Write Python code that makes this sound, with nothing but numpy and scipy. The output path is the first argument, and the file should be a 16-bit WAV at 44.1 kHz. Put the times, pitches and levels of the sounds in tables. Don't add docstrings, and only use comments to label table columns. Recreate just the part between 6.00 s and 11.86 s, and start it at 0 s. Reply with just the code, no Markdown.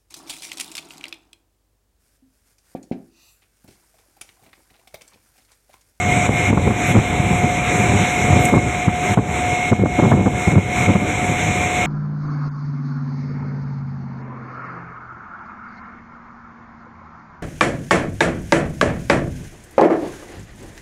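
import sys
import numpy as np
from scipy import signal
from scipy.fft import rfft, irfft, next_fast_len
from scipy.io import wavfile
from scipy.ndimage import uniform_filter1d, minimum_filter1d

SR = 44100
rng = np.random.default_rng(int(sys.argv[2]) if len(sys.argv) > 2 else 0)


def generate_wav(signal):
    frames = np.transpose(np.atleast_2d(signal))
    scaled = np.clip(frames, -1, 1) * 32767
    pcm = np.round(scaled).astype(np.int16)
    wavfile.write(sys.argv[1], SR, pcm)


def magnitude_from_level(level_db):
    exponent = np.asarray(level_db, float) / 20
    return 10 ** exponent


N = 258426
T = np.arange(N) / SR

# frequency in Hz, level in dB per Hz.
ROLLING_SPECTRUM = [(100, 8), (300, 13), (600, 11.5), (1000, 8.5), (1600, 7), (2600, 7), (3250, 0),
                    (3620, 4), (5900, -2), (7600, 2), (8700, -8), (9900, -13.5), (13200, -23),
                    (13700, -31.5)]
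# frequency in Hz, width in Hz, level in dB.
WHEEL_MODES = [(1960, 120, -9), (2055, 60, -7), (2125, 70, -1), (2200, 80, -1), (2285, 100, -1),
               (2375, 90, -1), (2440, 60, -6)]
# time in seconds, mesh tone in dB, third harmonic in dB, both above the hiss.
GEAR_LEVELS = [(0, 9.5, 9), (.19, 10.5, 3.5), (.36, 4, 8.5), (.72, 10.5, -3), (.93, 6, -6), (1.4, 13, 4),
               (1.75, 10.5, -3), (1.98, 7, 3), (2.2, 9.5, 3), (2.55, 12.5, 8), (2.95, 11, -5),
               (3.3, 9.5, -2), (3.6, 12.5, 8.5), (4.14, 13, 9.5), (4.35, 8, 8), (4.86, 9.5, 5.5),
               (5.35, 7, -3), (5.86, 8, 5.5)]
# time in seconds, pitch in Hz.
MESH_PITCH = [(0, 718.2), (2, 720.3), (4, 722.3), (5.86, 723.6)]
# centre in seconds, level in dB, length in ms, rasp in dB.
HARD_EDDIES = [(0.293, -6, 8.2, -15), (0.505, -10.5, 14, -18), (0.533, -7.5, 11.4, -17),
               (0.579, -9.5, 13.5, -13.5), (0.674, -10.5, 14.5, -12.5), (0.712, -13, 18, -14.5),
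               (0.966, -8, 51, -15.5), (0.987, -3, 7.5, -28), (1.204, -9, 16, -33), (2.332, -5.5, 11, -24),
               (2.366, -12.5, 26, -20.5), (2.451, -12, 18, -22.5), (2.535, -7, 21, -15),
               (2.548, -12, 20, -10), (2.569, -7, 27, -15.5), (2.884, -5, 15.5, -17),
               (3.179, -8.5, 16, -12.5), (3.193, -13, 11.3, -11.5), (3.725, -4.5, 19.6, -16.5),
               (3.838, -3.5, 2.2, -7.5), (3.861, -14, 15, -11), (3.994, -11, 19, -9),
               (4.037, -8.5, 33, -13), (4.063, -13, 36, -14), (4.123, -9, 19, -8.5),
               (4.142, -10.5, 31, -19.5), (4.268, -7.5, 23, -15.5), (4.481, -6.5, 15, -20),
               (4.571, -4, 40, -21.5), (4.96, -8, 18, -16.5)]
# centre in seconds, level in dB, length in ms.
SOFT_EDDIES = [(.178, -15, 30), (.484, -13, 12), (.553, -17.5, 23), (.655, -17, 10), (.703, -15, 8.9),
               (.903, -18, 50), (2.25, -15, 18), (4.82, -18, 55), (1.255, -18.5, 47), (1.309, -14, 19),
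               (1.445, -12.5, 33), (1.759, -20, 30), (1.808, -17.5, 36), (1.947, -15, 58),
               (2.01, -15.5, 61), (2.305, -12, 40), (3.114, -15, 38), (3.531, -14, 18), (3.796, -12.5, 14),
               (3.829, -11, 42), (4.195, -14, 47), (4.535, -12, 39), (4.897, -9.5, 44), (5.024, -18, 23),
               (5.303, -17.5, 36), (5.49, -21.5, 120)]
# time in seconds, level in dB.
WIND_LEVELS = [(0.0, -23), (0.41, -20), (1.2, -23.5), (1.42, -19), (1.6, -24), (1.89, -16), (2.1, -26),
               (2.3, -16.5), (2.63, -20), (2.84, -26), (3.07, -23.5), (3.48, -23), (3.79, -29), (4.16, -18),
               (4.52, -29), (4.98, -20), (5.3, -22.5), (5.86, -24.5)]
# frequency in Hz, level in dB per Hz.
WIND_SPECTRUM = [(25, -42), (40, -16), (65, -1.5), (100, 2), (160, -1.5), (250, -6), (450, -11.5),
                 (900, -18), (1800, -49)]
# centre in seconds, length in ms,
# level in dB above the hiss, frequency in Hz.
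LINESIDE_SWISHES = [
    (.80, 43, -22, 11000),
    (.895, 75, -10, 10500),
    (2.425, 60, -12, 13000),
    (2.48, 50, -17, 13500),
    (3.10, 43, -28, 11000),
    (4.40, 80, -22, 11000),
    (4.80, 130, -21, 10500),
]
# centre in seconds, length in ms, frequency in Hz, level in dB above the hiss.
FLANGE_SQUEAK = (5.7, 93, 12784, -24)
# start in seconds, peak in dB, frequency in Hz, width in Hz, decay in ms.
GRIT = [
    (.872, -33, 11500, 3000, 5),
    (4.122, -48, 13500, 3000, 4),
    (4.865, -42, 12000, 4000, 4),
    (2.4473, -22, 12500, 7000, 1.5),
    (2.452, -12, 7800, 3500, 2.3),
    (2.4556, -13, 7700, 1800, 4.3),
]
# start in seconds, depth in dB, hold in seconds.
GAIN_PULLS = [(0.0, 3, 0.073), (0.269, 6, 0.037), (0.485, 2, .02), (0.502, 9.5, 0.084), (.6, 6, 0.15),
              (0.925, 4.5, 0.094), (1.01, 3, 0.63), (2.497, 4, 0.44), (2.566, 6, 0.096),
              (2.865, 7.5, 0.054), (2.895, 5, 0.1), (3.145, 13.5, 0.068), (3.3, 2.5, 0.58),
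              (3.702, 11, 0.066), (3.76, 13.5, 0.063), (3.824, 14, 0.029), (3.9, 6, 0.18), (4.045, 8, 0.05),
              (4.112, 10.5, 0.2), (4.35, 3.5, 0.2), (4.522, 9, 0.14), (4.866, 5, 0.063), (4.94, 7, 0.097),
              (5.078, 2.5, 0.28), (5.485, 1, 0.12), (5.674, 2, 0.064)]
# frequency in Hz, width in Hz, depth in dB.
DUCT_NOTCHES = [(4724, 370, -50.5), (9500, 230, -10)]

SHAFT_HZ, SHAFT_DEPTH = 38.45, 0.27
RING_DB, RING_DRIFT_DB = 7, 0.88
SWIRL_RASP_DB, JAG = -19, 0.54
SWING_HZ, PLAIN_RASP_DB, RASP_DB_PER_OCTAVE = 182.5, -16, 29.5
HISS_DB, DUCK_ATTACK_S, RECOVER_DB_PER_S = -33, 0.0093, 77
TOP_HZ = 15520


def columns(table):
    times, *values = np.transpose(table)
    return [np.interp(T, times, v) for v in values]


def unit(x):
    return x / np.sqrt(np.mean(x ** 2))


def shape(x, gain_of_hz):
    size = next_fast_len(len(x))
    hz = np.arange(size // 2 + 1) * SR / size + 1
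    return irfft(rfft(x, size) * gain_of_hz(hz), size)[:len(x)]


def resonance(f, hz, width):
    return 1 / (1 + ((f - hz ** 2 / f) / width) ** 2)


def band(hz, width):
    return unit(shape(rng.standard_normal(N), lambda f: resonance(f, hz, width)))


def walk(rate):
    hold = int(SR / rate)
    steps = np.repeat(rng.standard_normal(N // hold + 1), hold)
    return unit(uniform_filter1d(uniform_filter1d(steps, hold), hold)[:N])


def flicker(spectrum, centres, shared_db, own_db, rate):
    hz, db = np.transpose(spectrum)
    shared = shared_db * walk(rate)
    white = sum(np.sqrt(f) * magnitude_from_level(shared + own_db * walk(1.6 * rate)) * band(f, f / 3) for f in centres)
    return shape(white, lambda f: magnitude_from_level(np.interp(np.log(f), np.log(hz), db)))


def rolling():
    centres = 100 * 2 ** np.arange(0, 7.6, 1 / 3)
    return magnitude_from_level(-41.0) * flicker(ROLLING_SPECTRUM, centres, shared_db=0.11, own_db=1.52, rate=13.0)


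def wheels(ring_db):
    ring = sum(magnitude_from_level(db + 1.2 * walk(9)) * band(hz, width) for hz, width, db in WHEEL_MODES)
    return magnitude_from_level(ring_db) * unit(ring)


def gear(mesh_db, third_db):
    mesh_hz = columns(MESH_PITCH)[0] + .5 * walk(8)
    phase = 2 * np.pi * np.cumsum(mesh_hz) / SR
    shaft_phase = 2 * np.pi * np.cumsum(SHAFT_HZ + 2.0 * walk(6)) / SR
    throb = 1 + SHAFT_DEPTH * np.sin(shaft_phase)
    mesh = magnitude_from_level(mesh_db + 1.3 * walk(15)) * np.sin(phase)
    third = magnitude_from_level(third_db + 1.5 * walk(14)) * np.sin(3 * phase + .2 * walk(20))
    return np.sqrt(2) * throb * (mesh + third)


def buffets():
    out = np.zeros(N)
    crackle = magnitude_from_level(4.4 * walk(250))
    rasp = unit(shape(crackle * band(390.0, 860.0), lambda f: 1 / np.sqrt(1 + (f / 1500) ** 6)))
    t = np.arange(-4000, 4000) / SR
    eddies = list(HARD_EDDIES) + [(*row, SWIRL_RASP_DB) for row in SOFT_EDDIES]
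    for (s, db, ms, rasp_db), chance in zip(eddies, rng.standard_normal((len(eddies), 60))):
        hz = SWING_HZ * 2 ** ((rasp_db - PLAIN_RASP_DB) / RASP_DB_PER_OCTAVE)
        i = int(s * SR) - 4000
        blow = np.exp(-1.2 * (2000 * t / ms) ** 2)
        wake = 0.18 * (t > 0) * (1 - np.exp(-t / 0.012)) * np.exp(-np.abs(t) / 0.039)
        envelope = blow + wake
        steepness = np.where(t < -ms / 4000, 8.0, .6)
        front = np.exp(-steepness * (2000 * t / ms + .5) ** 2)
        wobble = np.interp(t, np.linspace(t[0], t[-1], 60), chance)
        turn = chance[0] * 3 + 2 * np.pi * np.cumsum(1.05 * hz * 2 ** (0.453 * wobble)) / SR
        swing = np.sin(turn + JAG * np.sin(turn))
        heave = 0.67 * np.sin(chance[1] * 3 + 2 * np.pi * 0.6 * hz * t)
        push = envelope * (swing + heave)
        push *= np.sqrt(np.sum(envelope ** 2) / np.sum(push ** 2))
        bite = front * rasp[i:i + 8000]
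        bite *= np.sqrt(np.sum(front ** 2) / np.sum(bite ** 2))
        out[i:i + 8000] += magnitude_from_level(db) * (push + magnitude_from_level(rasp_db + 7.0) * bite)
    return shape(out, lambda f: 1 / np.sqrt(1 + (60 / f) ** 6))


def wind():
    centres = 30 * 2 ** np.arange(0, 6, 1 / 3)
    rumble = flicker(WIND_SPECTRUM, centres, shared_db=1.5, own_db=1.46, rate=30.)
    return magnitude_from_level(columns(WIND_LEVELS)[0]) * unit(rumble)


def swishes():
    out = magnitude_from_level(-33.0 + 5.0 * walk(35)) * band(12500.0, 6000.)
    for s, ms, db, hz in LINESIDE_SWISHES:
        passing = np.exp(-(2000 * (T - s) / ms) ** 4)
        out = out + magnitude_from_level(db) * passing * band(hz, 4500.)
    s, ms, hz, db = FLANGE_SQUEAK
    return out + magnitude_from_level(db) * np.exp(-(2000 * (T - s) / ms) ** 2) * band(hz, 60.)


def ticks():
    out = np.zeros(N)
    t = np.arange(900) / SR
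    for (s, db, hz, width, ms), grit in zip(GRIT, rng.standard_normal((len(GRIT), 900))):
        crack = shape(grit * np.exp(-1000 * t / ms), lambda f: resonance(f, hz, width))
        out[int(s * SR):][:900] += magnitude_from_level(db) * (t < .018) * crack / np.max(np.abs(crack))
    return out


def gain_control():
    pulls = []
    for s, db, hold in GAIN_PULLS:
        attack_s = DUCK_ATTACK_S if s > 0 else 1e-3
        fall = db * (T - s + 0.0011) / attack_s
        climb = db - RECOVER_DB_PER_S * (T - s - hold)
        pulls.append(np.clip(np.minimum(fall, climb), 0, db))
    return -np.max(pulls, axis=0)


def scene():
    gain_db = HISS_DB + gain_control()
    mesh_db, third_db = columns(GEAR_LEVELS)
    ring_db = RING_DB + RING_DRIFT_DB * walk(3.975)
    train = rolling() + wheels(ring_db) + gear(mesh_db, third_db) + swishes()
    steps_db = gain_db - uniform_filter1d(gain_db, size=6000)
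    mix = magnitude_from_level(gain_db) * train + magnitude_from_level(0.3 * steps_db) * wind() + buffets() + ticks()
    return mix[None]


def low_pass(x):
    return signal.sosfilt(signal.butter(12, 15680, fs=SR, output="sos"), x)


def record(dry):
    def duct_db(f):
        return sum(db * np.exp(-np.abs((f - hz) / width) ** 1.245) for hz, width, db in DUCT_NOTCHES)

    heard = shape(dry[0], lambda f: (f < TOP_HZ) * magnitude_from_level(duct_db(f)))
    room_left = np.minimum(1, .86 / (np.abs(heard) + 1e-9))
    lowest = minimum_filter1d(room_left, size=400)
    heard = heard * uniform_filter1d(uniform_filter1d(lowest, size=200), size=200)
    return low_pass(heard[None])


dry = scene()
out = record(dry)
generate_wav(out)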